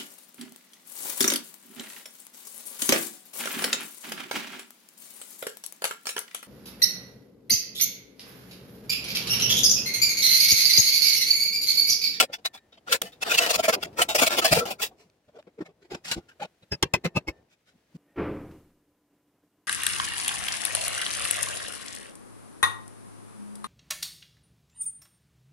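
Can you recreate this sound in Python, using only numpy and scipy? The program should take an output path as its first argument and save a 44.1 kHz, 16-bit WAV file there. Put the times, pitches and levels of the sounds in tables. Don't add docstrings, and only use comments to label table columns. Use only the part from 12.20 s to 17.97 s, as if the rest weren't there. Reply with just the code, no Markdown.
import sys
import numpy as np
from scipy import signal
from scipy.fft import rfft, irfft
from scipy.io import wavfile

SR = 44100
rng = np.random.default_rng(int(sys.argv[2]) if len(sys.argv) > 2 else 0)


def generate_wav(signal):
    frames = np.transpose(np.atleast_2d(signal))
    scaled = np.clip(frames, -1, 1) * 32767
    pcm = np.round(scaled).astype(np.int16)
    wavfile.write(sys.argv[1], SR, pcm)


N = 254456

# peak_s, level_db, rise_ms, fall_ms, weight_db (body over grind), pitch_hz (near 0: no tone)
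SAW_STROKES = [(0.004, -16, 16, 11.8, -24, 2919), (0.012, -41, 9, 11, 11.5, 740),
               (0.027, -26, 1.5, 13, -17.5, 0), (0.037, -45.5, 11, 9, 13.5, 562),
               (0.109, -67.5, 14, 13, 18, 563.5), (0.141, -35.5, 9.5, 12.8, -18, 3463),
               (0.189, -64, 4.6, 12, 5, 729), (0.258, -29, 5.9, 11.1, -15, 3940),
               (0.349, -47.5, 9, 15.4, -5, 3477), (0.377, -54, 2, 9.4, -22, 3840),
               (0.531, -61, 7, 26, -5.5, 3736.5), (0.578, -61.5, 4, 9.9, 3, 3124),
               (0.685, -42.5, 10, 6.5, -1, 1445), (0.698, -42, 7, 41, -3, 516),
               (0.728, -19.5, 5.7, 9, -43, 0), (0.75, -29.5, 28.6, 11.5, -4, 460),
               (0.819, -29, 1.3, 3.3, -4, 3344), (0.829, -47, 2.3, 22, 3, 481),
               (0.858, -50, 4.5, 26.4, 0, 2960), (0.926, -57.5, 4.8, 22, -3.5, 3650),
               (1.033, -30.5, 11.1, 4.3, -8, 2601), (1.082, -36.5, 26, 19, -0.8, 0),
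               (1.122, -23.5, 17.8, 5.4, -10, 2553), (1.147, -25.5, 14.6, 12.7, -9, 2870),
               (1.19, -19.5, 10.6, 4.3, -51, 2677), (1.231, -29.5, 37, 34, -2, 2945),
               (1.265, -29, 2, 14.3, -2.5, -0.5), (1.312, -24, 15.4, 7.6, -4, 0),
               (1.359, -25.5, 20.7, 6.3, -8.5, -0.5), (1.401, -32.5, 15.5, 9.2, 3.5, 651.5),
               (1.448, -27, 11.8, 15.4, -3.7, 657.5), (1.49, -23, 6.8, 12.4, 3, 646.5),
               (1.542, -25, 11.4, 8.4, -3, 2513.5), (1.581, -59, 21, 11, 22.5, 380.5),
               (1.637, -30.5, 7.6, 1.5, -3.5, 2744), (1.658, -42.5, 33, 3, -2, 5),
               (1.671, -58.5, 6.5, 13, 14.5, 359), (1.735, -66, 7.5, 21, 4.5, 423),
               (1.798, -30.5, 15, 27, 1, 1353.5), (1.822, -21.5, 5.1, 9.5, -15, 3038),
               (1.893, -31.5, 4.7, 27.4, 1, 3744.5), (1.954, -23.5, 5, 13.7, -1, 1.5),
               (1.999, -24, 12, 6.8, -5.5, 2521), (2.028, -22.5, 13, 17.5, 0.5, 0),
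               (2.077, -23, 12, 6.4, -9, 662), (2.127, -30, 21.8, 27, -3, 0),
               (2.194, -23, 16.5, 7.4, -1, 0), (2.232, -33.5, 14, 9.1, -3, 1307.5),
               (2.254, -20, 7.3, 12.3, -2, 647), (2.288, -32.5, 41, 15.6, -5, -1.5),
               (2.331, -20.5, 11.8, 8.2, -1, 647.5), (2.353, -27.5, 9.2, 31.6, -7, 647.5),
               (2.375, -35.5, 8.5, 7.7, 13.5, 476), (2.397, -28, 10.5, 6.1, -3.5, 472),
               (2.416, -45.5, 11, 26, 13.5, 483.5), (2.457, -40.5, 2.8, 36, 3, 0),
               (2.478, -45, 2, 34, 4, 1.5), (2.512, -34.5, 5.6, 14.6, -1.5, 0),
               (2.61, -40.5, 11.6, 2.2, 0.8, 0), (2.629, -29, 10.7, 21, -12, 2),
               (2.665, -48.5, 13, 14, -7, 3782)]
# centre_hz, width_hz, gain_db
SAW_RESONANCES = [(470.4, 20, -2.5), (695, 27, -1.5), (1376.4, 36, -1.5), (1750, 19, -20),
                  (2585, 59, -10.5), (3470, 57, -7.5), (4680, 76, -15), (4670, 630, -18),
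                  (5230, 110, -17.5), (6780, 220, -17.5), (8700, 1100, -21)]
# frequency_hz, density_db
SAW_SPECTRUM = [(24, -66.5), (40, -43.5), (185, -26.5), (270, -22), (600, -6.5), (1100, -17.5), (2600, -9),
                (4000, -15.5), (11000, -18.5), (15500, -16.5)]


def hacksaw():
    strokes = timbre(SAW_STROKES, thump_db=-20.5, thump_per_weight=1.0, thump_per_effort=-0.35,
                     hiss_db=-4, hiss_per_effort=0.23, low_tone_db=1.2, high_tone_db=-3.0)
    return contacts(strokes, SAW_RESONANCES, SAW_SPECTRUM, grit_db=2.5, lag_ms=0.42,
                    mode_db=-6.5, scatter_db=5.5, wobble_hz=22.5, crack_db=5.5)


# peak_s, level_db, rise_ms, fall_ms, weight_db, pitch_hz
HAMMER_BLOWS = [(4.528, -37.5, 7.7, 13.4, 2.5, 5076), (4.63, -22.5, 2.4, 7.4, -3, -3.5),
                (4.74, -21.5, 2.14, 11.4, -0.8, -1), (4.854, -32, 7.4, 13.4, 8, 0),
                (4.974, -35, 12.2, 9.1, 7.5, 2633), (5.087, -42.5, 8.4, 12, 10.5, 2173.5)]
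# centre_hz, width_hz, gain_db
HAMMER_RESONANCES = [(148.8, 52, 12.5), (364, 85, -1), (1646, 64, 0.5), (2080, 150, -9), (2602, 87, 3),
                     (3100, 92, -11), (4270, 77, -11.5), (5170, 230, -13.5), (6596, 39, -14.5)]
# frequency_hz, density_db
HAMMER_SPECTRUM = [(18, -20.5), (60, 4.5), (145, -24), (400, 8.5), (1430, -11.5), (2600, -7), (7700, -25.5),
                   (16000, -35.5)]


def hammer():
    blows = timbre(HAMMER_BLOWS, thump_db=2.2, thump_per_weight=0.05, thump_per_effort=-0.68,
                   hiss_db=-10.5, hiss_per_effort=-0.047, low_tone_db=-1.3, high_tone_db=4.2)
    delay_s, drop_db, edge_ms, weight_db = 0.023, 28.5, 14.7, 12
    settling = [(peak_s + delay_s, level_db - drop_db, edge_ms, edge_ms, weight_db, 0)
                for peak_s, level_db, *_ in HAMMER_BLOWS]
    rebounds = timbre(settling, thump_db=9.4, thump_per_weight=0, thump_per_effort=0.05,
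                      hiss_db=-19, hiss_per_effort=0.1, low_tone_db=0, high_tone_db=0)
    return contacts([*blows, *rebounds], HAMMER_RESONANCES, HAMMER_SPECTRUM, grit_db=2.95, lag_ms=0.13,
                    mode_db=0, scatter_db=7.0, wobble_hz=12.0, crack_db=21.5)


# peak_s, level_db, rise_ms, fall_ms, weight_db, pitch_hz
TOOL_KNOCKS = [(2.717, -80, 5.3, 13, 19.5, 756), (2.807, -68.5, 21, 34, 1.5, 424),
               (2.9, -68.5, 1.1, 1.9, -13, -11.5), (3.088, -75.5, 4.8, 12, 17, 597),
               (3.177, -66.5, 24.5, 3.4, 16.5, 463), (3.193, -61.5, 6.9, 11, 9.5, 572),
               (3.227, -62, 0.78, 2, 5, 0), (3.276, -69.5, 6.6, 13.6, 19, 356),
               (3.395, -64.5, 9, 4, 24, 446), (3.416, -58.5, 8.4, 11.5, 21, 318),
               (3.466, -59, 9.8, 8.7, 5, 2146), (3.495, -75.5, 9.5, 17, 20, 400),
               (3.631, -64.5, 11, 6, -1.2, 413), (3.654, -66.5, 10.7, 12, 5.5, 353.5),
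               (3.719, -47.5, 9.6, 31.8, 6, 365), (3.75, -42.5, 3.5, 5.9, 9, 1557),
               (3.857, -44.5, 9, 21, -13, 0), (3.886, -44, 8.8, 33, -22, -7),
               (3.914, -31, 0.9, 15.4, -13.5, 0), (3.947, -43.5, 42, 3.7, -15, 1464),
               (3.977, -59, 14, 15.6, 20.5, 341), (4.04, -80, 39, 27, 4, 1417),
               (4.095, -57, 6.7, 11, -23, 1406), (4.12, -67.5, 8, 10.5, -10.5, 1563),
               (4.205, -50.5, 4.8, 30, 9, 611), (4.231, -43, 11.3, 9.8, 3.5, 811),
               (4.255, -51.5, 15, 4.8, 6.5, 597), (4.432, -66.5, 6, 9.9, 5, 3926),
               (5.177, -82.5, 34, 26, 14, 444), (5.335, -69.5, 28, 12, -21, -4),
               (5.483, -69, 16.4, 27, -13, 7)]
# centre_hz, width_hz, gain_db
TOOL_RESONANCES = [(175, 32, 8), (829, 9.3, -11.5), (1470, 65, 0.5), (3370, 31, -2), (3650, 30, -4.5),
                   (4310, 21, -12.5), (4800, 39, -30), (5140, 49, -12), (7430, 118, -13)]
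# frequency_hz, density_db
TOOL_SPECTRUM = [(18, -54), (40, -23), (180, -7), (570, 2), (1040, -9.5), (2500, -2), (4300, -12),
                 (16000, -38)]


def tools_and_thumps():
    knocks = timbre(TOOL_KNOCKS, thump_db=-9.5, thump_per_weight=0.24, thump_per_effort=-0.05,
                    hiss_db=-1, hiss_per_effort=0.16, low_tone_db=1.7, high_tone_db=-1.44)
    return contacts([*knocks, *bass_thumps()], TOOL_RESONANCES, TOOL_SPECTRUM, grit_db=2.1, lag_ms=0.23,
                    mode_db=-5.0, scatter_db=2.0, wobble_hz=25.8, crack_db=-10.5)


# peak_s, level_db
BASS_THUMPS = [(0.848, -47.5), (1.16, -47.5), (1.37, -40.5), (1.65, -48.5), (2.33, -20), (2.376, -23.5),
               (2.861, -65), (3.086, -61.5), (3.416, -42.5), (3.742, -43), (3.977, -34.5), (4.432, -57),
               (5.557, -58.5), (5.76, -42.5)]


def bass_thumps(rise_ms=10.5, fall_ms=12, thump_db=28):
    return [(peak_s, rise_ms, fall_ms, level_db - thump_db, thump_db, 0, 0, 0, -np.inf)
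            for peak_s, level_db in BASS_THUMPS]


# time_s, gain_db
HISS_DRIFT = [(0, -3), (0.2, -6), (0.37, 1), (0.55, -28.5), (0.8, 8), (1.1, -5), (1.3, -0.7), (1.65, -3),
              (1.95, 1.5), (2.15, -2.5), (2.4, 0.5), (2.63, 5), (2.85, 8.5), (3.3, -8), (3.47, 0),
              (3.7, -4), (3.9, 5.5), (4.2, -7.5), (4.6, 0.2), (4.9, -4.5), (5.1, 5), (5.77, 3)]


def timbre(events, thump_db, thump_per_weight, thump_per_effort, hiss_db, hiss_per_effort,
           low_tone_db, high_tone_db):
    peak_s, level_db, rise_ms, fall_ms, weight_db, pitch_hz = np.transpose(events)
    effort_db = level_db + 30
    pitched, low = pitch_hz > 220, pitch_hz < 1000
    thump = thump_db + thump_per_weight * weight_db + thump_per_effort * effort_db
    body = weight_db - 2.5 * (pitched & low)
    hiss = hiss_db + hiss_per_effort * effort_db + np.interp(peak_s, *np.transpose(HISS_DRIFT))
    tone = np.where(low, weight_db + low_tone_db, high_tone_db - 0.09 * effort_db)
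    tone[~pitched] = -np.inf
    return np.transpose([peak_s, rise_ms, fall_ms, level_db, thump, body, hiss, pitch_hz, tone])


# low_hz, high_hz
CONTACT_BANDS = [(1000, 5500), (40, 220), (220, 1000), (5500, 40000)]


def contacts(events, modes, spectrum, grit_db, lag_ms, mode_db, scatter_db, wobble_hz, crack_db):
    size = 8192
    out = np.zeros((2, N + 2 * size))
    t_ms = (np.arange(size) - size // 2) / SR * 1000
    for peak_s, rise_ms, fall_ms, level_db, thump_db, body_db, hiss_db, pitch_hz, tone_db in events:
        hz, grit = stereo_grit(size, grit_db, lag_ms)
        response = modal_response(hz, modes, spectrum, mode_db, scatter_db)
        grind, thump, body, hiss = (band(grit * response, hz, *edges) for edges in CONTACT_BANDS)
        crack = undb(crack_db - 1.7 * rise_ms) * np.exp(-((t_ms + 0.91 * rise_ms) / 1.2) ** 2)
        stick_slip = undb(0.64 * walk(110, size))
        friction = stick_slip * ((1 + 0.14 * crack) * grind + undb(hiss_db) * (1 + crack) * hiss)
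        noise = friction + undb(thump_db) * thump + undb(body_db) * body
        fade_db = -6.5 * np.where(t_ms < 0, abs(t_ms / rise_ms) ** 2.015, abs(t_ms / fall_ms) ** 1.615)
        tone = singing_tone(t_ms, pitch_hz, tone_db + 0.2 * fade_db, wobble_hz, lag_ms)
        start = int(peak_s * SR) + size // 2
        out[:, start:start + size] += (noise + tone) * undb(level_db + fade_db + 0.84 * walk(40, size))
    return out[:, size:size + N]


def modal_response(hz, modes, spectrum, mode_db, scatter_db):
    response = undb(along(spectrum, hz)) + 0j
    for centre_hz, width_hz, gain_db in modes:
        strength, detune = rng.standard_normal(2)
        offset_hz = hz - centre_hz * (1 + 0.018 * detune)
        response += undb(gain_db + mode_db + scatter_db * strength) / (1 + 2j * offset_hz / width_hz)
    comb_db = 6.5 * walk(260, len(hz)) / (1 + hz / 7000)
    return response * undb(comb_db + 2.3 * walk(40, len(hz)))


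def singing_tone(t_ms, pitch_hz, level_db, wobble_hz, lag_ms):
    drift_cycles = wobble_hz * np.cumsum(walk(24, len(t_ms))) / SR
    delay_ms = lag_ms * pitch_hz / (pitch_hz + 900)
    cycles = pitch_hz * np.array([t_ms, t_ms - delay_ms]) / 1000 + drift_cycles + rng.random()
    mono_gain = max(abs(np.cos(np.pi * pitch_hz * delay_ms / 1000)), 0.4)
    amplitude = undb(level_db + 5.4 * walk(36, len(t_ms))) * np.sqrt(2) / mono_gain
    return amplitude * np.sin(2 * np.pi * cycles)


# pitch_hz, gain_db, t60_s
SHELL_PARTIALS = [(1740, -13.5, 0.42), (1790, -2, 1.15), (1880, -6.5, .6), (2057, -15.5, .5),
                  (3820, -15.5, .5), (4350, -19, .5), (7540, -20, 0.5)]
# start_s, level_db
SHELL_KNOCKS = [(0.04, -65), (0.271, -65), (0.386, -67.5), (4.64, -63), (4.76, -74), (4.88, -68),
                (5.101, -66.5)]


def casing_ring():
    out, age_s = np.zeros(N), np.arange(SR // 5) / SR
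    fade = np.clip(age_s / 0.0086, 0, 1) * np.clip((0.13 - age_s) / 0.037, 0, 1)
    for start_s, level_db in SHELL_KNOCKS:
        start = int(start_s * SR)
        for pitch_hz, gain_db, t60_s in SHELL_PARTIALS:
            decay_db = level_db + gain_db - 60 * age_s / t60_s + 3.0 * walk(10, len(age_s))
            partial = np.sin(2 * np.pi * (pitch_hz * age_s + rng.random()))
            out[start:start + len(age_s)] += undb(decay_db) * fade * partial
    return out


# frequency_hz, density_db
HUSH_SPECTRUM = [(30, -4.5), (103, -7), (303, -5.5), (760, -10.5), (1350, -11), (2500, -16.5), (4910, -21),
                 (9000, -26), (16000, -30)]
# time_s, rumble_db, rustle_db
HANDLING_LEVELS = [(0, -65, -77), (0.651, -66.5, -76.5), (0.999, -60.5, -73), (1.699, -51, -69.5),
                   (2.6, -54.5, -75.5), (2.95, -72.5, -78.5), (3.5, -69, -81), (4.0, -64.5, -75),
                   (4.5, -73.5, -75), (4.7, -63, -77), (5.1, -60.5, -79.5), (5.401, -76, -79),
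                   (5.77, -68.5, -73.5)]


def handling_noise():
    hz, grit = stereo_grit(2 ** 18, grit_db=1.8, lag_ms=0.033)
    hush = grit * undb(along(HUSH_SPECTRUM, hz))
    time_s, rumble_db, rustle_db = np.transpose(HANDLING_LEVELS)
    t = np.arange(N) / SR
    rumble_gain = undb(np.interp(t, time_s, rumble_db) + 1.5 * walk(150, N))
    rustle_gain = undb(np.interp(t, time_s, rustle_db) + walk(130, N))
    return band(hush, hz, 58, 810)[:, :N] * rumble_gain + band(hush, hz, 1600, SR)[:, :N] * rustle_gain


# frequency_hz, coherence
CHANNEL_COHERENCE = [(100, 0.94), (300, 0.96), (700, 0.54), (1500, 0.38), (4000, 0.25), (15000, 0.072)]
# frequency_hz, left_minus_right_db
CHANNEL_BALANCE = [(100, 0.5), (400, 1), (1000, 3.5), (2400, 1), (5000, 1.5), (15000, -0.04)]


def stereo_grit(size, grit_db, lag_ms):
    hz = np.arange(size // 2 + 1) * SR / size
    grains = rng.standard_normal((2, size)) * undb(grit_db * rng.exponential(size=size))
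    left, independent = rfft(grains)
    coherence = along(CHANNEL_COHERENCE, hz)
    delay_s = lag_ms / 1000 * hz / (hz + 900)
    right = (coherence * left + np.sqrt(1 - coherence ** 2) * independent) * np.exp(-2j * np.pi * hz * delay_s)
    pan = undb(along(CHANNEL_BALANCE, hz) / 2)
    return hz, np.array([left * pan, right / pan])


def band(spectra, hz, low_hz, high_hz):
    wave = irfft(spectra / np.sqrt((1 + (low_hz / (hz + 1)) ** 8) * (1 + (hz / high_hz) ** 8)))
    return wave / np.sqrt(np.mean(wave.mean(0) ** 2))


def walk(count, size):
    return 0.98 * np.interp(np.arange(size), np.linspace(0, size, count), rng.standard_normal(count))


def along(table, hz):
    frequency_hz, values = np.transpose(table)
    return np.interp(np.log(hz + 1), np.log(frequency_hz), values)


def undb(db):
    return 10 ** (np.asarray(db) / 20)


def scene():
    return hacksaw() + tools_and_thumps() + hammer() + casing_ring() + handling_noise()


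def record(dry):
    rounded = 1.3 * np.tanh(dry / 1.3)
    return signal.sosfilt(signal.ellip(12, 0.2, 90, 15950, fs=SR, output="sos"), rounded)


dry = scene()
out = record(dry)
generate_wav(out)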